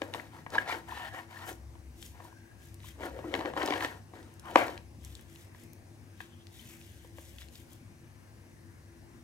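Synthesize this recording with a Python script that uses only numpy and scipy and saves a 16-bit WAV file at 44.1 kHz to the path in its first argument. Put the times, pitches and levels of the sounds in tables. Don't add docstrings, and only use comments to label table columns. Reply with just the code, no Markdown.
import sys
import numpy as np
from scipy import signal
from scipy.fft import rfft, irfft
from scipy.io import wavfile
from scipy.ndimage import uniform_filter1d

SR = 44100
rng = np.random.default_rng(int(sys.argv[2]) if len(sys.argv) > 2 else 0)


def master_out(mix):
    frames = np.transpose(np.atleast_2d(mix))
    ceiling = np.clip(frames, -1, 1)
    pcm = np.round(ceiling * 32767).astype(np.int16)
    wavfile.write(sys.argv[1], SR, pcm)


N = 407043

# (pitch [Hz], basic width [Hz], relative level [dB])
BOX_MODES = [(325, 96, 11.5), (522, 145, 8.5), (758, 120, 7.5), (937, 190, 7.5), (1404, 240, 3),
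             (1670, 78, 2.5), (1844, 160, 4.5), (2170, 190, -2.5), (2485, 780, -8), (3030, 282.5, -7.5),
             (3680, 2200, -12)]
# (frequency [Hz], lead [radians])
LEFT_LEAD = [(250, 0), (900, .9), (2200, 1.5), (4500, 1.1), (8000, .3)]


def gain_of(db):
    return 10 ** (np.asarray(db) / 20)


def evened(x):
    return x / np.sqrt(np.mean(x ** 2) + 1e-20)


def read(points, hz):
    f, value = np.transpose(points)
    return np.interp(np.log(hz + 1), np.log(f + 1), value)


def columns(rows, t):
    s, *rest = np.transpose(rows)
    return [np.interp(t, s, column) for column in rest]


def add(mix, s, sound):
    part = mix[round(s * SR):][:len(sound)]
    part += sound[:len(part)]


def resonate(x, hz, width):
    return signal.lfilter(*signal.iirpeak(hz, hz / width, SR), x)


def highpass(x, order, hz):
    return signal.sosfilt(signal.butter(order, hz, "high", fs=SR, output="sos"), x)


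def glide(hz, width):
    turn = np.exp(2j * np.pi * np.cumsum(hz) / SR)
    pole = np.exp(-np.pi * width / SR)
    lowered = rng.standard_normal(len(hz)) / turn
    narrow = signal.lfilter([1], np.poly([pole, pole]), lowered)
    return evened((turn * narrow).real)


def grit():
    jitter = evened(uniform_filter1d(rng.standard_normal(N), size=60))
    hits = (rng.random(N) < 150 / SR) * rng.random(N)
    slips = signal.lfilter([1], [1, -.97], hits)
    return evened(rng.standard_normal(N) * gain_of(2.5 * jitter) * (1 + 2.2 * slips))


def paper_bands():
    # (frequency [Hz], relative level per Hz [dB])
    paper_colour = [(900, -16), (2000, 3), (3200, -7), (4500, -12.5), (6500, -13), (10000, -16.5),
                    (13000, -15.5), (16000, -23.5)]
    hz = np.fft.rfftfreq(N, 1 / SR)
    spectrum = rfft(grit()) * gain_of(read(paper_colour, hz))
    bright = 1 / (1 + (4500 / (hz + 1)) ** 6)
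    return evened(irfft(spectrum * (1 - bright), N)), evened(irfft(spectrum * bright, N))


def strokes(rows, rise_db_s, fall_db_s):
    t = np.arange(N) / SR
    power = np.zeros((len(rows[0]) - 3, N))
    for s, length, start_db, end_db, *parts_db in rows:
        near = slice(max(round((s - .3) * SR), 0), round((s + length + .4) * SR))
        u = t[near] - s
        db = np.interp(u, [0, length], [start_db, end_db])
        db = db + rise_db_s * np.minimum(u, 0)
        db = db - fall_db_s * np.maximum(u - length, 0)
        power[:, near] += gain_of(db + np.r_[0, parts_db][:, None]) ** 2
    return np.sqrt(power)


def rubbing():
    # (start [s], length [s], level at start [dB], level at end [dB],
    # hollow low modes over that level [dB], surface hiss over that level [dB])
    card_strokes = [(0.03, 0.14, -51, -70.5, 4, -12), (0.15, 0.14, -46.5, -62.5, -2, -12),
                    (0.34, 0.053, -55, -54.5, -8, -15), (0.54, 0.077, -40.5, -45, -2, -17.5),
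                    (0.68, 0.038, -38, -31.5, -13.5, -22.5), (0.73, 0.047, -45, -48, -2, -12.5),
                    (0.89, 0.19, -47, -47, -11, -14), (1.145, 0.058, -45, -46, -11.5, -15),
                    (1.31, 0.13, -54, -47.5, -16.5, -13.5), (1.492, 0.0091, -39, -45.5, -4, -6),
                    (2.15, 0.13, -62, -59.5, -3, -16), (3.0, 0.057, -52.5, -39.5, 4, -15.5),
                    (3.1, 0.25, -59, -52, 7.5, -14.5), (3.36, 0.072, -46, -49, 4.5, -15.5),
                    (3.455, 0.037, -45, -45.5, 6, -19), (3.58, 0.2, -38.5, -38.5, -2.5, -19.5),
                    (3.81, 0.035, -39.5, -35.5, -4, -15), (3.88, 0.1, -49, -58, -2.5, -13),
                    (4.155, 0.27, -55.5, -75, 3.5, -14.5), (4.455, 0.056, -52, -45.5, -14, -17.5),
                    (4.575, 0.19, -33.5, -54, -1.5, -15.5)]
    level, hollow, hiss = strokes(card_strokes, rise_db_s=489, fall_db_s=361.5)
    drive, modes = grit(), []
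    for hz, width, db in BOX_MODES:
        grip = evened(uniform_filter1d(rng.standard_normal(N // 441 + 1), size=6))
        grip = np.repeat(grip, 441)[:N]
        rough = drive * rng.choice([-1, 1], N) * gain_of(2.0 * grip)
        ringing = resonate(resonate(rough, hz, 0.9 * width), hz, 2.2 * width)
        modes.append(gain_of(db) * ringing)
    low_modes, high_modes = evened(sum(modes[:2])), evened(sum(modes[2:]))
    return hollow * low_modes + level * high_modes + hiss * paper_bands()[1]


def knocks():
    # (time [s], peak of the ring before the filters below [dB],
    # favoured pitch [Hz], crack over the ring [dB])
    blows = [(0.017, -20.5, 426, -6), (0.145, -24.5, 990, -5.5), (0.463, -29.5, 1190, -17),
             (0.553, -22, 1020, -6), (0.582, -21, 3140, -6), (1.14, -37, 700, -22), (1.489, -43, 670, -21),
             (1.514, -29.5, 332, -25), (1.752, -47.5, 1000, -7), (2.201, -38, 970, -37),
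             (3.033, -30.5, 520, -1.5), (3.189, -27.5, 513, -17), (3.241, -33.5, 746, -32),
             (3.3387, -17.5, 575, -0.5), (3.350, -22.5, 610, 0.5), (3.392, -31.5, 530, -1),
             (3.408, -26, 900, -6), (3.456, -22, 605, -7), (3.475, -29, 350, -20), (3.45, -26, 740, -23),
             (3.535, -30.5, 740, -6), (3.564, -23, 630, -28), (3.58, -26.5, 966, -21), (3.6, -37, 1070, 1),
             (3.612, -25, 1400, -14), (3.618, -31, 945, 6), (3.634, -18.5, 402, -12.5),
             (3.653, -23, 398, -16), (3.675, -25, 447, 1), (3.685, -17.5, 386, -16), (3.705, -16, 378, -6),
             (3.722, -22, 970, -2), (3.736, -24, 1110, -1), (3.776, -31, 447, -1), (3.806, -25, 1630, 2.5),
             (3.823, -27.5, 1180, 1), (3.846, -20, 455, 0.5), (4.135, -39, 945, -24),
             (4.5566, -2, 707, -2.5), (4.5618, -13.5, 496, -22), (4.68, -29.5, 990, 0),
             (4.692, -24, 470, -24.5), (5.546, -44, 1740, -4.5), (6.203, -36, 1280, 1),
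             (7.046, -40, 506, -24), (7.183, -36, 510, -11)]
    out, t = np.zeros(N), np.arange(2500) / SR
    hz, width, mode_db = np.array(BOX_MODES).T[:, :, None]
    for s, db, pitch_hz, crack_db in blows:
        near_db = mode_db - 7.7 * abs(np.log2(hz / pitch_hz))
        decay_db = 60 * t / 0.018 * (width / 100) ** 0.18
        detuned_hz = hz * rng.uniform(0.96, 1.04, hz.shape)
        ring = gain_of(near_db - decay_db) * np.sin(2 * np.pi * detuned_hz * t)
        onset = np.sin(np.pi / 2 * np.minimum(t / 0.00093, 1)) ** 2
        ring = ring.sum(0) * onset
        add(ring, rng.uniform(0.002047, 0.005006), 0.3 * ring)
        burst = rng.standard_normal(len(t)) * np.exp(-(t / .0024) ** 2)
        crack = sum(gain_of(d) * resonate(burst, f, 2.4 * w) for f, w, d in BOX_MODES[5:10])
        crack = resonate(crack, 1800, 2600) + 0.019 * burst
        blow = ring / abs(ring).max() + gain_of(crack_db) * crack / abs(crack).max()
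        add(out, s + .001, gain_of(db) * blow)
    out = signal.lfilter(*signal.iirnotch(1380, 3.5, SR), out)
    return highpass(out, 5, 290)


def pops():
    # (time [s], peak level [dB], pitch [Hz], half of the time the note lasts [s])
    panel_pops = [(0.198, -32.5, 2010, 0.0024), (0.55, -22.5, 1630, 0.0035), (0.563, -27, 903, 0.0048),
                  (0.5814, -14, 1683, 0.0081), (0.697, -27.5, 900, 0.0066), (0.704, -36, 950, 0.0031),
                  (0.708, -36, 2390, 0.014), (0.921, -32.5, 986, 0.01), (1.368, -40, 1810, 0.0089),
                  (2.25, -44, 970, 0.011), (2.326, -49, 980, 0.0066), (2.843, -47.5, 1020, 0.0078),
                  (4.556, -14, 1696, .007), (6.593, -51, 3100, 0.009)]
    out = np.zeros(N)
    for s, db, pitch_hz, length in panel_pops:
        t = np.arange(round(2 * length * SR)) / SR
        u = t / (.27 * length)
        swell = u * np.exp(1 - u)
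        add(out, s, gain_of(db) * swell * np.sin(2 * np.pi * pitch_hz * t))
    return out


def skid():
    # (time [s], level [dB], resonance [Hz])
    swish = [(4.435, -64, 1153), (4.46, -50.5, 1027), (4.51, -46.5, 744.5), (4.535, -49.5, 370),
             (4.556, -53.5, 325.8)]
    t = np.arange(N) / SR
    db, hz = columns(swish, t)
    sounding = (t > swish[0][0]) & (t < swish[-1][0])
    return gain_of(db) * sounding * glide(hz, 420)


def rustling():
    # (start [s], length [s], level at start [dB], level at end [dB],
    # dull part over that level [dB])
    paper_strokes = [(1.98, 0.078, -66.5, -53, -7), (2.235, 0.012, -67, -61, -5),
                     (2.64, 0.096, -62, -76, -5.5), (2.85, 0.031, -61, -55.5, -0.5),
                     (5.05, 0.18, -63, -70.5, -0.5), (5.3, .13, -68, -64, -4.5),
                     (5.56, 0.063, -70.5, -65, -4), (6.2, 0.0058, -71, -59, 4.5),
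                     (6.54, 0.2, -63, -58.5, -1), (6.8, 0.27, -64, -69.5, -2), (7.18, 0.24, -60.5, -68, -4),
                     (7.4, 0.01, -64, -58, 0.5), (7.54, 0.071, -61.5, -63.5, -3.5),
                     (7.715, 0.016, -64.5, -62.5, -5)]
    # (time [s], its resonance [Hz])
    page_bend = [(6.3, 3280), (6.58, 3540), (6.65, 3320), (6.69, 2550), (6.77, 2230), (6.84, 3360),
                 (7.0, 3170)]
    level, dull_level = strokes(paper_strokes, rise_db_s=305, fall_db_s=247)
    dull, bright = paper_bands()
    bend = glide(columns(page_bend, np.arange(N) / SR)[0], 1200)
    return level * bright + dull_level * evened(dull + 1.3 * bend)


def airy():
    # (start [s], length [s], level at start [dB], level at end [dB],
    # middle pitch [Hz], width setting of the resonance [Hz])
    tones = [(0.88, .34, -53, -51, 1830, 150), (1.34, .13, -54, -57, 1800, 120),
             (.9, .2, -56, -54, 3000, 1800), (2.3, .4, -70, -70, 1640, 140),
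             (4.566, .11, -36, -52, 2250, 450), (4.568, .09, -28, -42, 720, 230),
             (6.29, .15, -72, -71, 3250, 600)]
    out = np.zeros(N)
    for s, length, start_db, end_db, pitch_hz, width in tones:
        t = np.arange(round(length * SR)) / SR
        wander = evened(uniform_filter1d(rng.standard_normal((2, len(t))), size=1200))
        tone = glide(pitch_hz * (1 + .025 * wander[0]), width) * gain_of(2.5 * wander[1])
        edge = np.clip(np.minimum(t, length - t) / 0.01, 0, 1)
        level = gain_of(start_db + (end_db - start_db) * t / length)
        add(out, s, edge * level * tone)
    return out


def ticks():
    # (time [s], peak level [dB], pitch [Hz])
    snaps = [(0.138, -27.5, 2210), (0.5033, -38.5, 5000), (2.0265, -36, 3480), (2.743, -42.5, 8200),
             (2.803, -45.5, 2780), (2.833, -43.5, 2380), (3.63, -31, 3100), (3.6603, -26.5, 5900),
             (4.2287, -48, 4150), (4.339, -49, 8300), (4.396, -38.5, 6600), (4.777, -34, 2586),
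             (5.0483, -35, 6550), (5.152, -34.5, 4430), (5.193, -47, 2360), (5.21, -45.5, 8000),
             (5.359, -41, 2900), (5.4096, -48.5, 8470), (5.636, -47.5, 9000), (5.7324, -42, 11330),
             (6.213, -46, 3300), (6.469, -40, 3200), (6.813, -42.5, 2560), (6.847, -49.5, 3430),
             (6.919, -51, 8100), (7.3843, -37, 2490), (7.412, -45, 3250), (7.418, -42, 1820),
             (7.429, -48, 2500), (7.485, -47, 4000), (7.555, -40.5, 3160), (7.731, -43, 8000)]
    out, t = np.zeros(N), np.arange(800) / SR
    for s, db, pitch_hz in snaps:
        burst = rng.standard_normal(len(t)) * np.exp(-(t / 0.0023) ** 2)
        burst = resonate(burst, pitch_hz, 1.1 * pitch_hz)
        burst = resonate(burst, pitch_hz, 1.6 * pitch_hz)
        add(out, s, gain_of(db) * burst / abs(burst).max())
    return out


def ports(x):
    half_lead = .5j * read(LEFT_LEAD, np.fft.rfftfreq(N, 1 / SR))
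    turn = np.exp(half_lead * np.array([[1], [-1]]))
    return irfft(rfft(x) * turn, N)


def spread(x):
    scatter = rng.standard_normal((3, 300)) * np.exp(-np.arange(300) / 70)
    scatter /= np.linalg.norm(scatter, axis=1, keepdims=True)
    treble = highpass(x, 2, 1500)
    cycle = np.arange(N) / SR * 7 + np.arange(3)[:, None] / 3
    turn = np.cos(2 * np.pi * cycle) * np.sqrt(2 / 3)
    paths = signal.oaconvolve(treble * turn, scatter, axes=1)
    return paths.sum(0)[:N] * np.array([[1], [-1]])


def room(x):
    # (frequency [Hz], time to fall by 60 dB [s])
    echo_time = [(300, 0.344), (2000, 0.28), (12000, 0.27)]
    taps = np.zeros((2, SR // 2))
    at = np.arange(60, SR // 2 - 20, 20)
    at = at + rng.integers(0, 20, (2, len(at)))
    np.put_along_axis(taps, at, rng.choice([-1., 1.], at.shape), 1)
    hz, t, z = signal.stft(taps, SR, nperseg=256)
    fading = gain_of(-60 * t / read(echo_time, hz)[:, None])
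    tail = signal.istft(z * fading, SR, nperseg=256)[1]
    return signal.fftconvolve(x[None], tail / np.linalg.norm(tail[0]), axes=1)[:, :N]


def air_hush():
    # (frequency [Hz], relative level per Hz [dB])
    air_colour = [(20, -54), (55, -14.5), (90, -10), (300, -14.5), (420, -22.5), (1000, -27), (1350, -33),
                  (1600, -27.5), (2300, -30.5), (3300, -38.5), (6200, -35.5), (7300, -40.5), (8600, -38),
                  (11500, -43), (15500, -48)]
    # (frequency [Hz], likeness from 0 to 1)
    likeness = [(60, .97), (250, .92), (700, .5), (3000, .4), (8000, .6), (15000, .95)]
    frames, hz = N // 512 + 5, np.fft.rfftfreq(2048, 1 / SR)
    a, b, c, d, patches = rng.standard_normal((frames, 1025, 5)).T
    patches = evened(uniform_filter1d(uniform_filter1d(patches, 20, 0), 8, 1))
    swells = evened(uniform_filter1d(uniform_filter1d(patches, size=30, axis=0), size=40, axis=1))
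    same = np.clip(read(likeness, hz), -1, 1)[:, None]
    left, other = a + 1j * b, c + 1j * d
    from_right = np.exp(1.3j * read(LEFT_LEAD, hz)[:, None])
    z = np.array([left, same * left * from_right + np.sqrt(1 - same ** 2) * other])
    low_swells = swells * (hz < 3000)[:, None]
    z *= gain_of(read(air_colour, hz)[:, None] + 1.2 * patches + 1.1 * low_swells)
    hush = signal.istft(z, nperseg=2048, noverlap=1536)[1][:, :N]
    top = highpass(hush.mean(0), 4, 400)
    return hush * gain_of(-65) / np.sqrt(np.mean(top ** 2))


def fuzzy_line(hz, width, own):
    noise = rng.standard_normal(N) + own * rng.standard_normal((2, N))
    return evened(resonate(resonate(noise, hz, width), hz, width))


def drone():
    # (pitch [Hz], width of each resonance pass [Hz], level [dB])
    lines = [(98.6, 17.3, -56.5), (142.5, 7.3, -67.5), (237.5, 8.1, -68), (335.65, 8.7, -64)]
    return sum(gain_of(db) * fuzzy_line(hz, width, own=0.45) for hz, width, db in lines)


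def rumble():
    # (time [s], level [dB])
    swelling = [(0, -84), (.97, -54.5), (1.34, -73), (1.62, -51.5), (1.98, -47.5), (2.36, -68),
                (3.06, -49.5), (4.34, -67.5), (5.09, -53), (5.6, -81), (7.43, -53.5), (7.84, -71.5),
                (9.23, -58.5)]
    mode_hz = 68.8
    hum = fuzzy_line(mode_hz, 16.9, own=0.16)
    wobble = 1 + .05 * evened(uniform_filter1d(rng.standard_normal(N), size=8000))
    note = np.sqrt(2) * np.sin(2 * np.pi * np.cumsum(mode_hz * wobble) / SR)
    return evened(0.6 * hum + note) * gain_of(columns(swelling, np.arange(N) / SR)[0])


def scene():
    box = rubbing() + knocks() + skid()
    paper = rustling() + ticks()
    hands = box + paper + airy()
    notes = pops()
    near = hands + notes
    direct = ports(near) + 0.51 * spread(near)
    tail = gain_of(-9) * room(hands + .5 * notes)
    return direct + tail + air_hush() + drone() + rumble()


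def record(dry):
    # (frequency [Hz], left minus right [dB])
    port_balance = [(60, 4), (250, 2.7), (700, 5.6), (2400, 4.6), (10000, 2.8)]
    balance_db = read(port_balance, np.fft.rfftfreq(N, 1 / SR))
    lean = gain_of(balance_db * np.array([[.5], [-.5]]))
    full = np.clip(irfft(rfft(dry) * lean, N), -1, 1)
    band_limit = signal.firwin(511, 15900, window=("kaiser", 9), fs=SR)
    return signal.oaconvolve(full, band_limit[None], "same")


dry = scene()
out = record(dry)
master_out(out)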